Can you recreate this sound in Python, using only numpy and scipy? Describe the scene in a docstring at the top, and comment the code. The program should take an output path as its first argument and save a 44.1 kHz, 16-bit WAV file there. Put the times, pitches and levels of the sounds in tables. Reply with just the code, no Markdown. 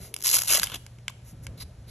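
"""Fingers rub softly over a workshop's low hum and rumble, then a sanding disc is peeled by hand off the
hook-and-loop pad of a switched-off sander, close to a microphone pair. Hooks tear in ragged bunches of
coloured clicks, in two pulls, and pluck the ringing paper; short click runs snap and slide, and pairs of
partials pop. The disc ticks with cracks and ringing modes, and fingers slide on it as fine grains.
Filtered noise makes the dull bumps of the hand; decaying noise makes the echoes of the room."""
import sys
import numpy as np
from scipy import signal
from scipy.fft import rfft, irfft
from scipy.io import wavfile

SR = 44100
rng = np.random.default_rng(int(sys.argv[2]) if len(sys.argv) > 2 else 0)


def generate_wav(signal):
    """Clip the signal to [-1, 1] and save it as 16-bit WAV at the path in sys.argv[1]."""
    frames = np.transpose(np.atleast_2d(signal))
    scaled = np.clip(frames, -1, 1) * 32767
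    pcm = np.round(scaled).astype(np.int16)
    wavfile.write(sys.argv[1], SR, pcm)


N = 83790

# Force of the tearing hooks: (time [s], level [dB])
PEEL_FORCE = [(.13, -66.5), (.185, -49), (.238, -43.5), (.247, -27.5), (.272, -22), (.303, -23.5),
              (.35, -19), (.388, -24), (.402, -31.5), (.42, -35), (.448, -35.5), (.478, -32), (.506, -19.5),
              (.555, -19.5), (.583, -27.5), (.595, -35.5), (.643, -35), (.668, -49), (.72, -46.5),
              (.755, -52.5), (.80, -79.5)]
# Plucking of the freed flap of paper as it grows: (time [s], level against the hooks [dB])
FLAP_LEVEL = [(.2, -11.5), (.29, -20), (.37, -12.5), (.46, -12.5), (.52, -9.5), (.58, -8.5), (.66, -4),
              (.74, 7)]
# Spectra of hooks, paper, skin on grit, rasping rim and cracking disc: (frequency [Hz], relative level [dB])
HOOK_SPECTRUM = [(200, -53), (1000, -19), (2200, -15), (3800, -4), (5200, -2.5), (7000, -2), (8400, -4.5),
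                 (9800, -3), (11200, 4), (12300, -7.5), (13400, -14), (14500, -34.5), (16000, -38.5)]
PAPER_SPECTRUM = [(80, -19.5), (250, -16), (550, -5.5), (900, -0.5), (1500, -1.5), (2100, -3), (2900, 6.5),
                  (3600, 6.5), (4500, -3.5), (7000, -3.5), (14000, -36)]
SKIN_SPECTRUM = [(200, -20.5), (1100, -8.5), (2500, -5), (4000, -12.5), (5600, -0.5), (7300, -2),
                 (8500, -4.5), (11000, 5), (12300, -5), (13600, -28.5), (16000, -32.5)]
RASP_SPECTRUM = [(300, -19), (1200, -25), (2500, -7), (3100, -9.5), (3900, 5.5), (5200, 3.5), (6500, -4),
                 (12000, -43)]
CRACK_SPECTRUM = [(200, -42.5), (550, -18.5), (900, 4), (1300, -9.5), (3000, -8.5), (4400, 3), (5700, 2.5),
                  (8300, 1.5), (9800, -17.5), (10900, 9), (12300, -20.5), (13500, -58), (16000, -52)]
# Spectra of the workshop's rumble and of the hiss: (frequency [Hz], relative level [dB])
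RUMBLE_SPECTRUM = [(20, -36.5), (35, -5), (60, 1.5), (110, -3), (160, -7), (240, -15.5), (330, -23.5),
                   (600, -23), (900, -39), (1500, -37.5), (4000, -63), (12000, -69), (15000, -91)]
HISS_SPECTRUM = [(200, -2), (700, 7.5), (1200, 1), (2600, -1.5), (4000, -3), (8000, -5.5), (11000, -4.5),
                 (12200, -19), (13200, -35.5), (16000, -95)]
# Short click runs: snapping tufts, the paper's sliding tail near 0.72 s, and a weak disc tick at 1.101 s:
# (time of the middle [s], strength [dB], paper against hooks [dB], length [s])
CLICK_RUNS = [(0.1408, -6.5, -12.5, 0.00063), (0.1429, -11.5, -17.5, 0.0008), (0.164, -10, -8.5, 0.00097),
              (0.2067, -19, -12.5, .001), (0.2246, -7, -19, .001), (0.2387, -8.5, -25.5, 0.0011),
              (0.245, -3, -27.5, 0.0023), (.2605, -1, -19, 0.0016), (0.269, 3.5, -19, 0.0015),
              (0.2796, -2, -18.5, .0012), (0.2903, 1.5, -16, .0006), (0.314, 3, -21.5, .002),
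              (0.341, 0.5, -18, .0012), (0.3432, 3.5, -15, 0.0009), (0.353, 1, -18.5, .003),
              (0.369, -0.5, -8.5, .0018), (0.389, 0, -13.5, 0.0026), (0.4118, -6.5, -6, .003),
              (0.419, -1, -5, 0.002), (0.4353, -6.5, -8, .0015), (0.4756, -4, -14.5, .003),
              (0.482, -0.5, -18, 0.0022), (0.4935, -1, -14.5, .0035), (0.51, -7.5, -2, .003),
              (0.5906, -5, -6, .001), (0.5974, 2, -21, 0.0007), (0.6174, -10.5, -0.5, .007),
              (.6322, 4, -7.5, 0.0022), (0.6389, 0.5, -9.5, 0.0044), (0.6616, -14, -13.5, 0.0008),
              (0.6697, -12.5, -3, 0.0009), (0.699, -25, 6, 0.0021), (0.722, -23, 8.5, .018),
              (0.743, -10, 2.5, .006), (0.755, -13, 0.5, 0.012), (1.101, -26.5, -11, .003)]
# Two-partial pops: the flap during the peel, then a low after-tick of the disc at 1.098 s:
# (time [s], strength [dB], pitch [Hz], upper partial [dB])
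TWO_PARTIAL_POPS = [(0.4957, -5.5, 1230, 11), (0.5122, -14, 1240, 11), (.5815, -9.5, 660, -9.5),
                    (0.5960, -11, 1590, 4.5), (0.6316, -2.5, 1590, -3), (0.6713, -15, 1400, 11),
                    (1.0982, -22, 1040, -12)]
# Ticks of the stiff disc: (time [s], strength [dB], ring against crack [dB], favoured pitch [Hz])
DISC_TICKS = [(0.141, -19.5, 1, 3000), (0.1644, -24.5, 1.5, 2700), (0.5961, -12, 3.5, 3300),
              (0.6714, -21, 7.5, 3000), (0.865, -21.5, -5, 1700), (0.9863, -38, 5.5, 2300),
              (1.0814, -12, 9.5, 2900), (1.097, -24, -12, 1100), (1.468, -17, 1.5, 1900)]
# Modes of the disc: (frequency [Hz], relative level [dB], 60 dB decay [s])
DISC_RING_MODES = [(1040, -5.5, 0.026), (1590, 3.5, 0.016), (2253, 8, 0.011), (2650, 5.5, 0.0064),
                   (3050, 7.5, 0.0092), (3420, -9, 0.0081), (5300, 2.5, 0.0055), (7200, 10, .005)]
# Fingers sliding on the disc: (time of the peak [s], rise [s], fall [s], level [dB], rasp of the edge [dB])
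FINGER_RUBS = [(0.037, 0.036, 0.051, -46, -14), (1.289, 0.035, 0.035, -53, -28),
               (1.443, 0.014, 0.014, -52.5, -26), (1.579, 0.004, 0.035, -53, -2),
               (1.610, 0.0097, 0.019, -42, -0.5), (1.624, 0.007, 0.01, -43, -4.5),
               (1.895, 0.018, 0.049, -52.5, -1.5)]
# Dull bumps and shuffles of the hand: (time of the peak [s], half length [s], level [dB], centre [Hz])
HAND_NUDGES = [(0.063, 0.09, -55.5, 414), (0.152, 0.09, -57.5, 370), (0.611, 0.016, -49.5, 172),
               (0.336, 0.02, -49, 388), (0.745, 0.034, -52, 277), (0.99, 0.0089, -53.5, 290),
               (1.34, 0.015, -46.5, 179)]
# Echoes arriving from the sides: (frequency [Hz], level against the direct sound [dB])
SIDE_ECHOES = [(250, -28), (600, -11), (1200, -13), (1900, -25), (3300, -15), (4200, -7), (5200, -9),
               (6000, -17), (7600, -7), (8800, -20), (10200, -13), (12500, -24)]
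# Hum and rumble together: (time [s], level change [dB])
BASS_LEVEL = [(0, 1.5), (.65, -1.5), (.9, 2.5), (1.3, 1.5), (1.9, 0.5)]
# Microphone pair, phase: (frequency [Hz], lead of the left [rad])
PAIR_LEAD = [(250, 0), (600, .45), (1150, -.4), (1700, 0), (2700, .45), (3700, .1), (4300, 1), (4850, 3.3),
             (5400, 5.6), (6500, 6.7), (8600, 9.3), (9500, 9.5), (12000, 12.55)]
# Microphone pair, balance: (frequency [Hz], left minus right [dB])
PAIR_LEAN = [(400, 0), (700, 5.5), (1050, 6.5), (1600, 0), (3300, 1.5), (4100, -5.5), (5300, 0)]

# Hooks per second at a force of -20 dB; the rate goes as amplitude ** RATE_LAW
HOOKS_PER_S, RATE_LAW = 2900, .6
SCATTER_DB, COLOUR_DB = 3.6, 3.5  # spread of the hooks in size and in colour
BUNCH_PER_S, BUNCH_DB = 260, 2  # speed and depth of the bunching
# New shapes of the flap per second, unevenness of its modes, 60 dB decay, level of the bare pluck
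FLEX_PER_S, FLEX_DB, RING_T60_S, PLUCK_DB = 70, 5.5, 0.021, 0.5
POP_RATIO, POP_RISE_S, POP_T60_S = 2.2, 0.00063, .015  # upper partial to pitch, onset, 60 dB decay
CONTACT_DB_PER_OCT = 6.5  # how fast modes away from the favoured pitch weaken
RATTLE_T60_S, RATTLE_DB = 0.045, -16.5  # flutter of the loose disc after a tick, against its ring
RUB_GRAINS_PER_S, RUB_SCATTER_DB = 14000, -1
NUDGE_Q = 1.37
SCATTER_HZ, FIRST_ECHO_S = 1260, 0.00047  # bottom of the scattered treble, delay of the first echo
NEAR_T60_S, NEAR_DB, WIDTH_T60_S = 0.011, -12, .025
TAIL_T60_S, TAIL_DB = 0.54, -18.5
ROOM_DB, RUMBLE_WAVER_DB = -48, 4  # rumble before BASS_LEVEL
HUM_HZ, HUM_DB, HUM_WAVER_DB = 118.2, -52.5, 1.5  # mean pitch, level before BASS_LEVEL
HISS_DB, SIDE_DB = -63, -10  # hiss common to both channels, opposed hiss against it
TOP_HZ = 15800  # upper limit of the microphone pair


def peel(t):
    """Hooks let go in bunches, faster and louder with the pull; each one also plucks the paper."""
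    pull_db = curve(t, PEEL_FORCE)
    rate = HOOKS_PER_S * undb(pull_db + 20.0) ** RATE_LAW
    bunching = unit(undb(BUNCH_DB * walk(BUNCH_PER_S)))
    still_attached = t < PEEL_FORCE[-1][0]
    clicks = grains(rate, SCATTER_DB) * undb(pull_db) * bunching * still_attached
    plucks = clicks * undb(curve(t, FLAP_LEVEL))
    return colour(vary(clicks), HOOK_SPECTRUM) + flap(plucks)


def vary(clicks):
    """Give each hook's click its own colour, through random gains in overlapping bands."""
    f = np.arange(N // 2 + 1) * SR / N
    centres = np.linspace(0, TOP_HZ, 7)
    out = np.zeros(N)
    for band in np.eye(len(centres)):
        gains = unit(undb(COLOUR_DB * np.clip(rng.standard_normal(N), -2, 2)))
        band_response = np.interp(f, centres, band)
        out += irfft(rfft(clicks * gains) * band_response, N)
    return out


def flap(plucks):
    """Each time the flap bends, it rings at a new set of pitches."""
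    age = np.arange(N // 20) / SR
    shape = (np.arange(N) / SR * FLEX_PER_S).astype(int)
    out = np.zeros(N + len(age))
    # 100 shapes of 24 modes outlast the peel
    places = rng.random((100, 24, 1))
    sizes = rng.standard_normal((100, 24, 1))
    for k, (place, size) in enumerate(zip(places, sizes)):
        span = np.flatnonzero(shape == k)
        if len(span):
            hz = 250 + 5000 * place ** 1.3
            decay = undb(FLEX_DB * size - 60 * age / RING_T60_S)
            modes = np.sum(np.sin(2 * np.pi * hz * age) * decay, axis=0)
            response = modes / np.linalg.norm(modes)
            out[span[0]:span[-1] + len(age)] += signal.fftconvolve(plucks[span], response)
    return colour(out[:N] / 2 + undb(PLUCK_DB) * plucks, PAPER_SPECTRUM)


def click_runs(t):
    """Each snap, slide or weak tick is a run of fine clicks that swells and dies, in two colours."""
    hooks, paper = np.zeros(N), np.zeros(N)
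    for middle, db, paper_db, length in CLICK_RUNS:
        # age counts in run lengths, at least two samples each
        age = np.maximum(t - middle + length / 2, 0) / max(length, 2 / SR)
        run = grains(14000., 2.) * age * np.exp(-age ** 2)
        run = run / (np.linalg.norm(run) + 1e-9) * undb(db)
        hooks += run
        paper += run * undb(paper_db)
    return colour(hooks, HOOK_SPECTRUM) + colour(paper, PAPER_SPECTRUM)


def pops(t):
    """Two quickly fading partials for each pop of the flap and for the low after-tick of the disc."""
    out = np.zeros(N)
    for start, db, hz, upper_db in TWO_PARTIAL_POPS:
        age = np.maximum(t - start, 0)
        lower = np.sin(2 * np.pi * hz * age)
        upper = undb(upper_db) * np.sin(2 * np.pi * hz * POP_RATIO * age)
        envelope = (1 - np.exp(-age / POP_RISE_S)) * undb(-60 * age / POP_T60_S)
        tone = (lower + upper) * envelope
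        out += tone / np.linalg.norm(tone) * undb(db)
    return out


def ticks(t):
    """A sharp crack, a brief ring and a flutter of the disc; the place of contact favours some modes."""
    crack, rings = np.zeros(N), np.zeros(N)
    age = t[:N // 10]
    for start, db, ring_db, favoured_hz in DISC_TICKS:
        push = np.zeros(N)
        push[min(int(start * SR), N - 1)] = undb(db)
        modes = np.zeros(len(age))
        for hz, mode_db, t60 in DISC_RING_MODES:
            contact_db = -CONTACT_DB_PER_OCT * abs(np.log2(hz / favoured_hz))
            decay = undb(mode_db + contact_db - 60 * age / t60)
            modes += decay * np.sin(2 * np.pi * hz * age) / hz
        # the difference turns displacement into velocity
        body = undb(ring_db) * ring(push, np.diff(modes, prepend=0))
        flutter_response = rng.standard_normal(len(age)) * age * undb(-60 * age / RATTLE_T60_S)
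        flutter = ring(body, flutter_response)
        crack += push
        rings += body + undb(RATTLE_DB) * flutter
    ring_band = signal.butter(2, [800, 7500], "band", fs=SR, output="sos")
    return colour(crack, CRACK_SPECTRUM) + signal.sosfilt(ring_band, rings)


def rubs(t):
    """Skin catches on the grit in fine grains; over the rim it makes the edge rasp."""
    skin, edge = np.zeros(N), np.zeros(N)
    for peak, rise, fall, db, rasp_db in FINGER_RUBS:
        slope = np.where(t < peak, rise, fall)
        swell = np.exp(-np.abs((t - peak) / slope) ** 2.15)
        catches = grains(RUB_GRAINS_PER_S, RUB_SCATTER_DB) * swell * undb(db)
        skin += catches
        edge += catches * undb(rasp_db)
    return colour(skin, SKIN_SPECTRUM) + colour(edge, RASP_SPECTRUM)


def nudges(t):
    """Soft, dull bumps and shuffles: noise through two equal resonances, swelling and fading."""
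    out = np.zeros(N)
    for peak, half, db, hz in HAND_NUDGES:
        b, a = signal.iirpeak(hz, NUDGE_Q, fs=SR)
        once = signal.lfilter(b, a, rng.standard_normal(N))
        body = signal.lfilter(b, a, once)
        out += unit(body) * undb(db) * np.exp(-((t - peak) / half) ** 2)
    return out


def workshop(t, dry):
    """Treble scattered by hand and sander, echoes from the sides, a faint tail different at each ear."""
    def tail(x, t60):
        """Dense echoes as decaying noise after the first echo's delay."""
        return ring(x, rng.standard_normal(N) * undb(-60 * t / t60) * (t > FIRST_ECHO_S))

    treble = signal.sosfilt(signal.butter(1, SCATTER_HZ, "high", fs=SR, output="sos"), dry)
    near = dry + undb(NEAR_DB) * tail(treble, NEAR_T60_S)
    f = np.arange(N // 2 + 1) * SR / N
    side = irfft(rfft(tail(dry, WIDTH_T60_S)) * undb(curve(f, SIDE_ECHOES)), N)
    left = near + side + undb(TAIL_DB) * tail(dry, TAIL_T60_S)
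    right = near - side + undb(TAIL_DB) * tail(dry, TAIL_T60_S)
    return np.array([left, right])


def background(t):
    """Low rumble and a wavering hum, alike in both ears, with a thin, partly diffuse hiss."""
    rumble = colour(rng.standard_normal(N), RUMBLE_SPECTRUM)
    rumble = unit(rumble * undb(RUMBLE_WAVER_DB * walk(8.62))) * undb(ROOM_DB)
    hum = np.sin(2 * np.pi * HUM_HZ * t + .3 * walk(3))  # the phase wanders
    hum = unit(hum * undb(HUM_WAVER_DB * walk(5))) * undb(HUM_DB)
    bass = (rumble + hum) * undb(curve(t, BASS_LEVEL))
    mid = unit(colour(rng.standard_normal(N), HISS_SPECTRUM)) * undb(HISS_DB)
    side = unit(colour(rng.standard_normal(N), HISS_SPECTRUM)) * undb(HISS_DB)
    return bass + mid + undb(SIDE_DB) * np.array([side, -side])


def undb(db):
    """Decibels to gain."""
    return 10 ** (np.asarray(db) / 20)


def curve(x, rows):
    """Straight lines through the rows of a table."""
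    return np.interp(x, *np.array(rows, float).T)


def unit(x):
    """Scale to rms 1."""
    return x / np.sqrt(np.mean(x ** 2) + 1e-18)


def walk(rate):
    """Smooth random wander of rms 1, through this many random points a second."""
    knots = rng.standard_normal(N // 10)
    return unit(np.interp(np.arange(N) / SR * rate, np.arange(len(knots)), knots))


def ring(x, response):
    """Pass a sound through an impulse response scaled to unit energy."""
    return signal.fftconvolve(x, response / np.linalg.norm(response))[:N]


def colour(x, points, size=4096):
    """Causal minimum-phase filter with the given spectrum, at unit energy."""
    hz, db = np.array(points, float).T
    f = np.maximum(np.arange(size // 2 + 1) * SR / size, 1)
    gain = undb(np.interp(np.log(f), np.log(hz), db))
    # folding the cepstrum forward in time makes the filter causal
    cepstrum = irfft(np.log(gain))
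    cepstrum[1:size // 2] *= 2
    cepstrum[size // 2 + 1:] = 0
    return ring(x, irfft(np.exp(rfft(cepstrum))))


def grains(rate, scatter_db):
    """Random clicks of uneven size and either sign, with a mean power of about 1."""
    chance = np.clip(rate / SR, 1e-6, 1)
    size = unit(undb(scatter_db * np.clip(rng.standard_normal(N), -2, 2)))
    size = size * rng.choice([-1, 1], N)
    return (rng.random(N) < chance) * size / np.sqrt(chance)


def scene():
    """The peel and the disc's noises in the room, with the hand's bumps and the background."""
    t = np.arange(N) / SR
    disc = peel(t) + click_runs(t) + pops(t) + ticks(t) + rubs(t)
    return workshop(t, disc) + nudges(t) + background(t)


def record(dry):
    """The microphone pair shifts phase and level between the ears; the top is cut."""
    f = np.arange(N + 1) * SR / (2 * N)
    lead = curve(f, PAIR_LEAD)
    lean = undb(curve(f, PAIR_LEAN))
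    same_power = np.sqrt(2 / (1 + lean ** 2))
    pair = np.array([lean, np.exp(-1j * lead)]) * same_power
    heard = irfft(rfft(dry, 2 * N) * pair)[:, :N]
    return signal.sosfilt(signal.ellip(8, .2, 80, TOP_HZ, fs=SR, output="sos"), heard)


dry = scene()
out = record(dry)
generate_wav(out)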